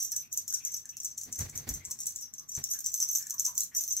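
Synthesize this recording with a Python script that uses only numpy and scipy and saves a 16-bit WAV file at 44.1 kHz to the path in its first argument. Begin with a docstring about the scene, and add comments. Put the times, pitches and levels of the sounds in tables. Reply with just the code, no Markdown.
"""A toy with small bells is shaken close by in a small room.
Pellets knock on the shells and bounce on, so every knock is a click, a short rattle and a ring.
The toy's soft parts rustle and its light parts tick as hard as it is shaken. Soft cloth thumps,
faint swishes of the swung toy and one brief clink come in between, over a low room hum."""
import sys
import numpy as np
from scipy import signal
from scipy.fft import rfft, irfft
from scipy.io import wavfile

SR = 44100
rng = np.random.default_rng(int(sys.argv[2]) if len(sys.argv) > 2 else 0)


def transcribe(u):
    """Save the signal u as a 16-bit wav file named by the first command-line argument.

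    u: samples, shape (n,) or (channels, n), limited to [-1, 1]; the rate is SR.
    q: integer samples, one column per channel.
    """
    v = np.clip(np.atleast_2d(u).T, -1, 1)
    q = np.round(v * 32767).astype(np.int16)
    wavfile.write(sys.argv[1], SR, q)


N = 176400
TIME = np.arange(N) / SR
ROOM_DB = -6.5   # reflections against the direct bells and clink
RIGHT_LAG_S = .00018   # the toy reaches the right ear a little later

# pitches at which the room hums and booms: pitch_hz, level_db
ROOM_HUM = [(94, -74), (141, -75), (231, -82)]
# how alike the two ears hear diffuse noise: frequency_hz, likeness (1 is mono)
DIFFUSE_LIKENESS = [(100, 0), (250, 0.46), (500, 0.21), (1000, 0.004)]


def from_db(db):
    """Decibels to gain."""
    return 10 ** (np.asarray(db) / 20)


def rms_one(x):
    """Scale to rms 1."""
    return x / np.sqrt(np.mean(x ** 2) + 1e-20)


def energy_one(x):
    """Scale each channel to energy 1."""
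    return x / np.sqrt(np.sum(x ** 2, axis=-1, keepdims=True) + 1e-20)


def at_hz(points, size):
    """Read a curve over frequency at the bins of a transform."""
    hz, value = np.transpose(points)
    return np.interp(np.log(np.arange(size // 2 + 1) * SR / size + 1), np.log(hz), value)


def add(track, start_s, sound):
    """Mix a stereo sound in, trimmed to the track."""
    i = int(start_s * SR)
    sound, i = sound[:, max(0, -i):], max(0, i)
    track[:, i:i + sound.shape[1]] += sound[:, :N - i]


def eq_impulse(curve, share=1, size=1024):
    """Minimum-phase impulse response of an EQ curve, its decibels scaled by share."""
    cepstrum = irfft(np.log(from_db(share * at_hz(curve, size))))
    cepstrum[1:size // 2] *= 2
    cepstrum[size // 2 + 1:] = 0
    return irfft(np.exp(rfft(cepstrum)))


def through(x, impulse):
    """Filter by an impulse response."""
    return signal.fftconvolve(x, impulse)[:N]


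def resonance(x, hz, q):
    """Ring one resonant band-pass."""
    return signal.lfilter(*signal.iirpeak(hz, q, fs=SR), x + 1e-18)


def stereo_noise(colour, likeness):
    """Coloured noise with a given likeness between the ears; rms 1."""
    mid, side = rfft(rng.standard_normal((2, N))) * from_db(at_hz(colour, N))
    alike = np.clip(at_hz(likeness, N), -1, 1)
    return rms_one(irfft(np.sqrt(1 + alike) * mid + np.sqrt(1 - alike) * side * [[1], [-1]], N))


def noise_band(hz, envelope, width):
    """A band of noise under an envelope, at that envelope's energy; width is a share of hz."""
    band = signal.butter(2, [hz / (1 + width / 2), hz * (1 + width / 2)], "band", fs=SR, output="sos")
    noise = signal.sosfilt(band, rng.standard_normal(N))
    return energy_one(noise * envelope) * np.sqrt(np.sum(envelope ** 2))


def swell(start_s, attack_s, fade_s):
    """Straight rise, exponential fall."""
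    t = TIME - start_s
    return np.clip(t / attack_s, 0, 1) * np.exp(-np.maximum(t - attack_s, 0) / fade_s)


def reflections(x, t60_s=.18, delay_s=.00095, build_s=.0017):
    """The small room's dense, short tail, different at each ear and for every place of the source."""
    t = np.maximum(TIME[:SR // 4] - delay_s, 0)
    tails = rng.standard_normal((2, len(t))) * from_db(-60 * t / t60_s) * (1 - np.exp(-t / build_s))
    return energy_one(np.array([through(x, tail) for tail in tails])) * np.sqrt(np.sum(x ** 2))


def room_tone(air_db=-69):
    """Quiet air and a rough, wavering hum."""
    # colour of the room's air: frequency_hz, gain_db
    air_colour = [(25, -14), (60, 5.5), (90, -5.5), (120, -3), (190, -2), (250, -2.5), (330, -8.5),
                  (500, -15.5), (1000, -14), (2000, -15.5), (4000, -37), (9000, -35)]
    hum = sum(from_db(db) * noise_band(hz, np.ones(N), width=.12) for hz, db in ROOM_HUM)
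    return hum + from_db(air_db) * stereo_noise(air_colour, DIFFUSE_LIKENESS)


def swishes(rise_s=.011, fade_s=.033, spread_s=.006, rush_db=-6.5, room_db=2.5):
    """The swung toy whistles faintly inside a broader rush of air, heard mostly through the room."""
    # swings through the air: start_s, relative_level_db, pitch_hz
    swings = [(0.119, -69.5, 1670), (0.218, -67.5, 2530), (0.513, -65, 1485), (0.595, -63, 2500),
              (0.659, -68, 2110), (0.84, -68, 1710), (0.92, -66, 2700), (1.52, -62.5, 2180),
              (1.801, -61, 2100), (1.869, -67.5, 1043), (2.394, -69, 1155), (2.733, -61, 1630),
              (3.004, -65, 1024), (3.195, -61, 1730), (3.25, -66, 1640), (3.322, -62.5, 1106),
              (3.472, -57, 1002), (3.712, -61.5, 1835)]
    direct = 0
    for start_s, db, hz in swings:
        whistle = noise_band(hz, swell(start_s, rise_s, fade_s), width=.12)
        rush = noise_band(hz, swell(start_s - spread_s, rise_s + spread_s, fade_s + spread_s), width=1)
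        direct = direct + from_db(db) * (whistle + from_db(rush_db) * rush)
    return (direct + from_db(room_db) * reflections(direct)) * from_db([[1.5], [-3]])   # to the left


def scuffing(step_s=.012, spread_db=2.5):
    """Rubbed cloth catches and slips unevenly: a wandering gain of rms 1."""
    times = np.arange(0, N / SR + step_s, step_s)
    return rms_one(from_db(np.interp(TIME, times, spread_db * rng.standard_normal(len(times)))))


def cloth_thumps(climb_per_s=7, boom_gain=1.1):
    """Soft pushes on cloth: a low thud, part tone and part rumble, with a rustle; the room booms along."""
    # pushes: start_s, attack_s, fade_s, thud_db, starting_pitch_hz, roughness (1 up: no tone), rustle_db
    pushes = [(1.252, 0.026, 0.073, -63, 264, 1.11, -54.5), (1.379, 0.042, 0.036, -39.5, 79.7, 0.65, -39.5),
              (1.517, 0.046, 0.23, -57.5, 101.8, 1.04, -51.5), (1.668, 0.01, 0.027, -42, 215.3, .55, -41.5),
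              (1.687, 0.011, 0.049, -40, 49.4, 0.65, -89), (2.572, 0.0085, 0.028, -63, 114, 0.7, -46)]
    # colour of the cloth's rustle: frequency_hz, gain_db
    cloth_colour = [(25, -2), (42, 8.5), (130, 6.5), (280, -0.5), (500, -3), (1300, -9.5), (2000, -4),
                    (3000, -14.5), (4500, -8), (9000, -16.5)]
    # how alike the two ears hear that rustle: frequency_hz, likeness (1 is mono)
    cloth_likeness = [(150, 0.9), (700, 0.15)]
    thuds, rustle_level = 0, 0
    for start_s, attack_s, fade_s, thud_db, hz, roughness, rustle_db in pushes:
        t = TIME - start_s
        envelope = swell(start_s, attack_s, fade_s)
        roughness = np.clip(roughness, 0, 1)
        cycles = hz * t * (1 + climb_per_s * t / 2)   # the pitch climbs as the cloth tightens
        tone = np.sqrt(2) * envelope * np.sin(2 * np.pi * cycles)
        rumble = noise_band(hz, envelope, width=.57)
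        thuds = thuds + from_db(thud_db) * (np.sqrt(1 - roughness ** 2) * tone + roughness * rumble)
        rustle_level = rustle_level + from_db(rustle_db) * envelope
    rustle = rustle_level * scuffing() * stereo_noise(cloth_colour, cloth_likeness)
    direct = thuds * from_db([[-.8], [.8]]) + rustle
    return direct + boom_gain * sum(resonance(direct, hz, q=9) for hz, _ in ROOM_HUM)


def clink(start_s=3.612, level_db=-51, pitch_hz=4130):
    """One brief clink, pitched below the bells."""
    envelope = swell(start_s, attack_s=.01, fade_s=.016)
    direct = from_db(level_db) * noise_band(pitch_hz, envelope, width=.032)
    return direct + from_db(ROOM_DB) * reflections(direct)


def ticks(per_s=260, spread_db=4, parts=14, low_hz=2700, high_hz=5470, tilt=1.9):
    """The toy's light parts tick, each in one small resonance, with the room around them; rms 1."""
    taps = (rng.random(N) < per_s / SR) * from_db(spread_db * rng.standard_normal(N))
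    part_hit = rng.integers(0, parts, N)
    direct = sum((hz / low_hz) ** tilt * resonance(taps * (part_hit == part), hz, q=28)
                 for part, hz in enumerate(np.geomspace(low_hz, high_hz, parts)))
    ears = np.array([direct, np.roll(direct, int(RIGHT_LAG_S * SR))])
    return rms_one(ears + .5 * reflections(direct))


def toy_rustle(jingle, smooth_s=.013, follow_power=.69):
    """Soft parts rustle and light parts tick, swelling and dying away with the level of the bells."""
    # colour of the toy's soft parts: frequency_hz, gain_db
    rustle_colour = [(400, 1.5), (900, -5), (1800, 1), (2900, 1), (4300, 4), (5200, -1), (7000, -10.5)]
    pole = np.exp(-1 / (smooth_s * SR))
    shaking = np.sqrt(signal.lfilter([1 - pole], [1, -pole], np.mean(jingle ** 2, axis=0)) + 1e-12)
    texture = from_db(-41) * stereo_noise(rustle_colour, DIFFUSE_LIKENESS) + from_db(-39.5) * ticks()
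    return shaking ** follow_power * texture * from_db([[1.8], [-2.2]])   # to the left


def pellet_bounces(t, per_s=750, spread_db=4, fade_s=.0034, roll_db=-6.5):
    """Uneven pellet contacts around a knock at t = 0: rolling before it, bouncing and rolling after."""
    roll_rise_s, roll_fade_s = .006, .024
    strengths = from_db(spread_db * rng.standard_normal(len(t))) * rng.choice([-1, 1], len(t))
    rolling = from_db(roll_db) * np.exp(-abs(t) / np.where(t < 0, roll_rise_s, roll_fade_s))
    bouncing = (t >= 0) * np.exp(-abs(t) / fade_s)
    return (rng.random(len(t)) < per_s / SR) * strengths * (rolling + bouncing)


def clack(contacts, colour, hz, q, gain, overtone_gain=2.6):
    """One point of contact: a dead resonance and short overtones of its own, at the contacts' energy."""
    taps = through(contacts, colour)[:len(contacts)]
    edges_hz = np.geomspace(3400, 15500, 10)   # one overtone falls in each band
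    overtones = sum(resonance(taps, f, q=38) for f in rng.uniform(edges_hz[:-1], edges_hz[1:]))
    sound = taps + gain * resonance(taps, hz, q) + overtone_gain * overtones
    return energy_one(sound) * np.sqrt(np.sum(contacts ** 2))


def pellet_rattle(bounces, colour, points=3):
    """The bounces land on several points of the shell, each with its own clack; energy 1."""
    point_hit = rng.integers(0, points, len(bounces))
    clacks = [clack(bounces * (point_hit == point), colour, hz=rng.uniform(6650, 7800), q=26, gain=2.24)
              for point in range(points)]
    return energy_one(sum(clacks))


def shell_ring(contacts, modes, t60_s, detune=.001, spread_db=4):
    """Contacts ring the shells' modes, their tuning and strength varied for every knock; energy 1."""
    ring = 0
    for k, (hz, db) in enumerate(modes):
        decay = from_db(-60 / (t60_s * SR))
        angle = 2 * np.pi * hz * (1 + detune * rng.standard_normal()) / SR
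        mode = signal.lfilter([1, 0, -1], [1, -2 * decay * np.cos(angle), decay ** 2], contacts + 1e-18)
        ring = ring + (-1) ** k * from_db(db + spread_db * rng.standard_normal()) * energy_one(mode)
    return energy_one(ring)


def swing_pan(jingle):
    """The bells' stereo balance drifts as the toy swings, and each band leans to a side of its own."""
    # balance as the toy swings: time_s, left_over_right_db
    swing = [(0.0, 0.5), (0.46, 4.5), (4.0, 3)]
    # balance of the toy's bands: frequency_hz, left_over_right_db
    lean = [(4000, 1.5), (5500, 1), (6200, -2.5), (7000, 1.5), (7800, -1), (8500, -16), (9700, -1),
            (12000, -13.5), (14400, -9.5), (15500, -8.5)]
    swing_db = np.interp(TIME, *np.transpose(swing))
    return np.array([through(ear, eq_impulse(lean, share)) * from_db(share * swing_db)
                     for ear, share in zip(jingle, (.5, -.5))])


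def bells(lead_s=.02, tail_s=.12, lag_spread_s=.00012):
    """Each pellet knock clicks, rattles on and rings the shells, from a slightly different place."""
    # pellet knocks, each layer on its own relative scale:
    # start_s, click_db, rattle_db, low_ring_db, high_ring_db
    knocks = [(0.0012, -28, -37, -29, -54), (0.0106, -34, -57, -39, -58), (0.0272, -19, -35.5, -32, -38),
              (0.0492, -16, -71, -31, -50), (0.1124, -46, -36, -51, -65), (0.1194, -18.5, -57, -29.5, -41),
              (0.164, -14, -39, -27.5, -40.5), (0.1998, -51, -55, -39.5, -46.5),
              (0.317, -53, -49, -41, -67), (0.3281, -18, -56, -37, -40), (0.334, -34, -57, -45, -55),
              (0.3614, -31, -57, -62, -55), (0.3706, -40, -40.5, -46, -58), (0.3752, -12, -53, -29, -39),
              (0.4795, -20.5, -39, -35, -46.5), (0.5025, -23, -57, -32.5, -47),
              (0.526, -19.5, -60, -47, -52), (0.5385, -19, -31.5, -25, -40.5),
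              (0.6368, -50, -62, -42.5, -60), (0.6502, -15, -36, -33.5, -46),
              (0.6692, -37, -56, -31, -43.5), (0.7188, -31, -41.5, -35.5, -48),
              (0.7404, -22.5, -56, -29.5, -41), (0.765, -38, -39.5, -34.5, -54),
              (0.8556, -28, -60, -47, -62), (0.8915, -36, -50, -36.5, -53),
              (0.9693, -23.5, -56, -42.5, -53), (1.0012, -32, -43, -36, -54), (1.0325, -36, -45, -47, -51),
              (1.0468, -20, -33.5, -31, -42.5), (1.104, -43, -50, -40.5, -66),
              (1.1786, -23, -36, -36.5, -55), (1.2133, -26.5, -40, -39, -69),
              (1.2348, -25, -48, -39.5, -50), (1.3262, -26, -34.5, -35.5, -62),
              (1.357, -37, -43.5, -38.5, -51), (1.3894, -24, -33.5, -46, -44.5),
              (1.4035, -27, -36, -31.5, -49), (1.4946, -48, -43, -45, -58.5),
              (1.5566, -32, -40.5, -38, -46), (1.5764, -17.5, -60, -37.5, -46),
              (1.6904, -18, -34, -33, -41), (1.7393, -20, -37, -34.5, -44.5),
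              (1.8514, -37, -36, -41.5, -62), (1.9099, -25.5, -33, -33.5, -47), (1.989, -34, -43, -45, -62),
              (2.0038, -20, -36.5, -38, -60), (2.034, -29, -47, -39.5, -69), (2.0576, -42, -37, -44, -57),
              (2.0665, -22, -28.5, -32, -47), (2.1604, -22, -37.5, -44.5, -57),
              (2.1857, -34, -58, -41, -60), (2.2116, -39, -43, -46, -51), (2.2258, -30, -74, -34.5, -49.5),
              (2.3386, -24, -53, -43, -61), (2.382, -56, -69, -37.5, -53), (2.3958, -30.5, -77, -49, -58),
              (2.4907, -32, -42, -37.5, -55), (2.518, -31, -66, -35, -50), (2.5506, -39, -36, -30.5, -58),
              (2.5656, -21, -59, -53, -60), (2.585, -41, -53, -43, -49), (2.64, -13.5, -45, -31, -45),
              (2.6895, -30, -68, -40, -67), (2.7125, -18, -36, -27, -33.5), (2.737, -17.5, -42, -44, -65),
              (2.7892, -23, -38.5, -47, -48), (2.8054, -23, -60, -49, -45), (2.844, -24, -54, -33.5, -59),
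              (2.8616, -18, -30, -25.5, -39), (2.9188, -26, -64, -45, -51),
              (2.9414, -11.5, -58, -28, -35.5), (2.977, -22.5, -56, -33.5, -43.5),
              (3.0028, -14, -58, -29.5, -42), (3.008, -41, -36, -30.5, -40),
              (3.0191, -21.5, -37, -24, -40.5), (3.0374, -21, -39, -33.5, -51),
              (3.0886, -23, -39.5, -25.5, -44), (3.1114, -26, -45, -42, -34.5),
              (3.1316, -26, -37, -30, -44), (3.1519, -16, -27.5, -24.5, -32.5), (3.183, -34, -35, -55, -45),
              (3.2257, -27, -43, -43, -55), (3.267, -35, -39.5, -44, -51), (3.2986, -23, -51, -42, -45),
              (3.3075, -14.5, -48, -35, -63), (3.342, -27, -70, -64, -44), (3.3797, -46, -54, -35, -72),
              (3.3968, -8.5, -58, -28, -37.5), (3.45, -22, -31.5, -25.5, -47),
              (3.464, -10.5, -42, -30, -46), (3.4848, -25, -53, -57, -48), (3.5536, -27.5, -46, -50, -47),
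              (3.5615, -32, -51, -41, -64), (3.579, -9, -43, -31, -34), (3.5945, -28, -55, -42, -53),
              (3.606, -9.5, -30.5, -33, -41), (3.626, -31, -51, -42, -46), (3.6351, -16.5, -45, -42, -61),
              (3.7487, -32, -39, -32.5, -42.5), (3.7647, -19, -33, -24.5, -34), (3.784, -18, -49, -32, -58),
              (3.8063, -23, -32.5, -32, -38.5), (3.8382, -16.5, -36.5, -37.5, -54),
              (3.878, -20, -47, -33, -38.5), (3.9077, -21, -39, -25.5, -54), (3.9247, -17.5, -37, -31, -41),
              (3.967, -14, -44, -27.5, -47)]
    # lower modes of the shells: pitch_hz, relative_level_db
    low_modes = [(5608, -6.5), (5770, -13), (6010, -3.5), (6250, 0)]
    # upper modes of the shells: pitch_hz, relative_level_db
    high_modes = [(12005, 0), (12238, -2.5), (13720, -5), (14430, -2.5)]
    # colour of a pellet touching a shell: frequency_hz, gain_db
    contact_eq = [(500, -42.5), (2500, -35), (4000, -20.5), (5200, -15), (5700, -2), (6400, 4.5),
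                  (7000, 0.5), (7750, 5.5), (8600, -8), (10500, -7), (12100, -7), (13100, -9),
                  (15500, -9.5)]
    colour = eq_impulse(contact_eq)
    radiation = signal.butter(6, 4890, "high", fs=SR, output="sos")   # small shells radiate no lows
    t = np.arange(-int(lead_s * SR), int(tail_s * SR)) / SR
    strike = (t == 0) * 1.
    jingle = np.zeros((2, N))
    for start_s, click_db, rattle_db, low_db, high_db in knocks:
        bounces = pellet_bounces(t)
        contacts = bounces + .9 * strike
        low_ring = from_db(low_db + 25) * shell_ring(contacts, low_modes, t60_s=.05)
        high_ring = from_db(high_db + 27.5) * shell_ring(contacts, high_modes, t60_s=.032)
        # a hard knock bends the shell at a lower resonance than the bounces do
        click = from_db(click_db + 9) * clack(strike, colour, hz=rng.uniform(6270, 7040), q=24, gain=3.36)
        rattle = from_db(rattle_db + 26) * pellet_rattle(bounces, colour)
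        knock = signal.sosfilt(radiation, low_ring + high_ring) + click + rattle
        lag = int((RIGHT_LAG_S + lag_spread_s * rng.standard_normal()) * SR)
        add(jingle, start_s - lead_s, np.array([knock, np.roll(knock, lag)]))
        add(jingle, start_s - lead_s, from_db(ROOM_DB) * reflections(knock))
    return swing_pan(jingle)


def scene():
    """The bells and the rustle that follows them, over a clink, thumps, swishes and room tone."""
    jingle = bells()
    return jingle + toy_rustle(jingle) + clink() + cloth_thumps() + swishes() + room_tone()


def record(dry):
    """A steep low-pass takes off the very top."""
    cutoff_hz = 15700
    return signal.sosfilt(signal.ellip(10, .1, 70, cutoff_hz, fs=SR, output="sos"), dry)


dry = scene()
out = record(dry)
transcribe(out)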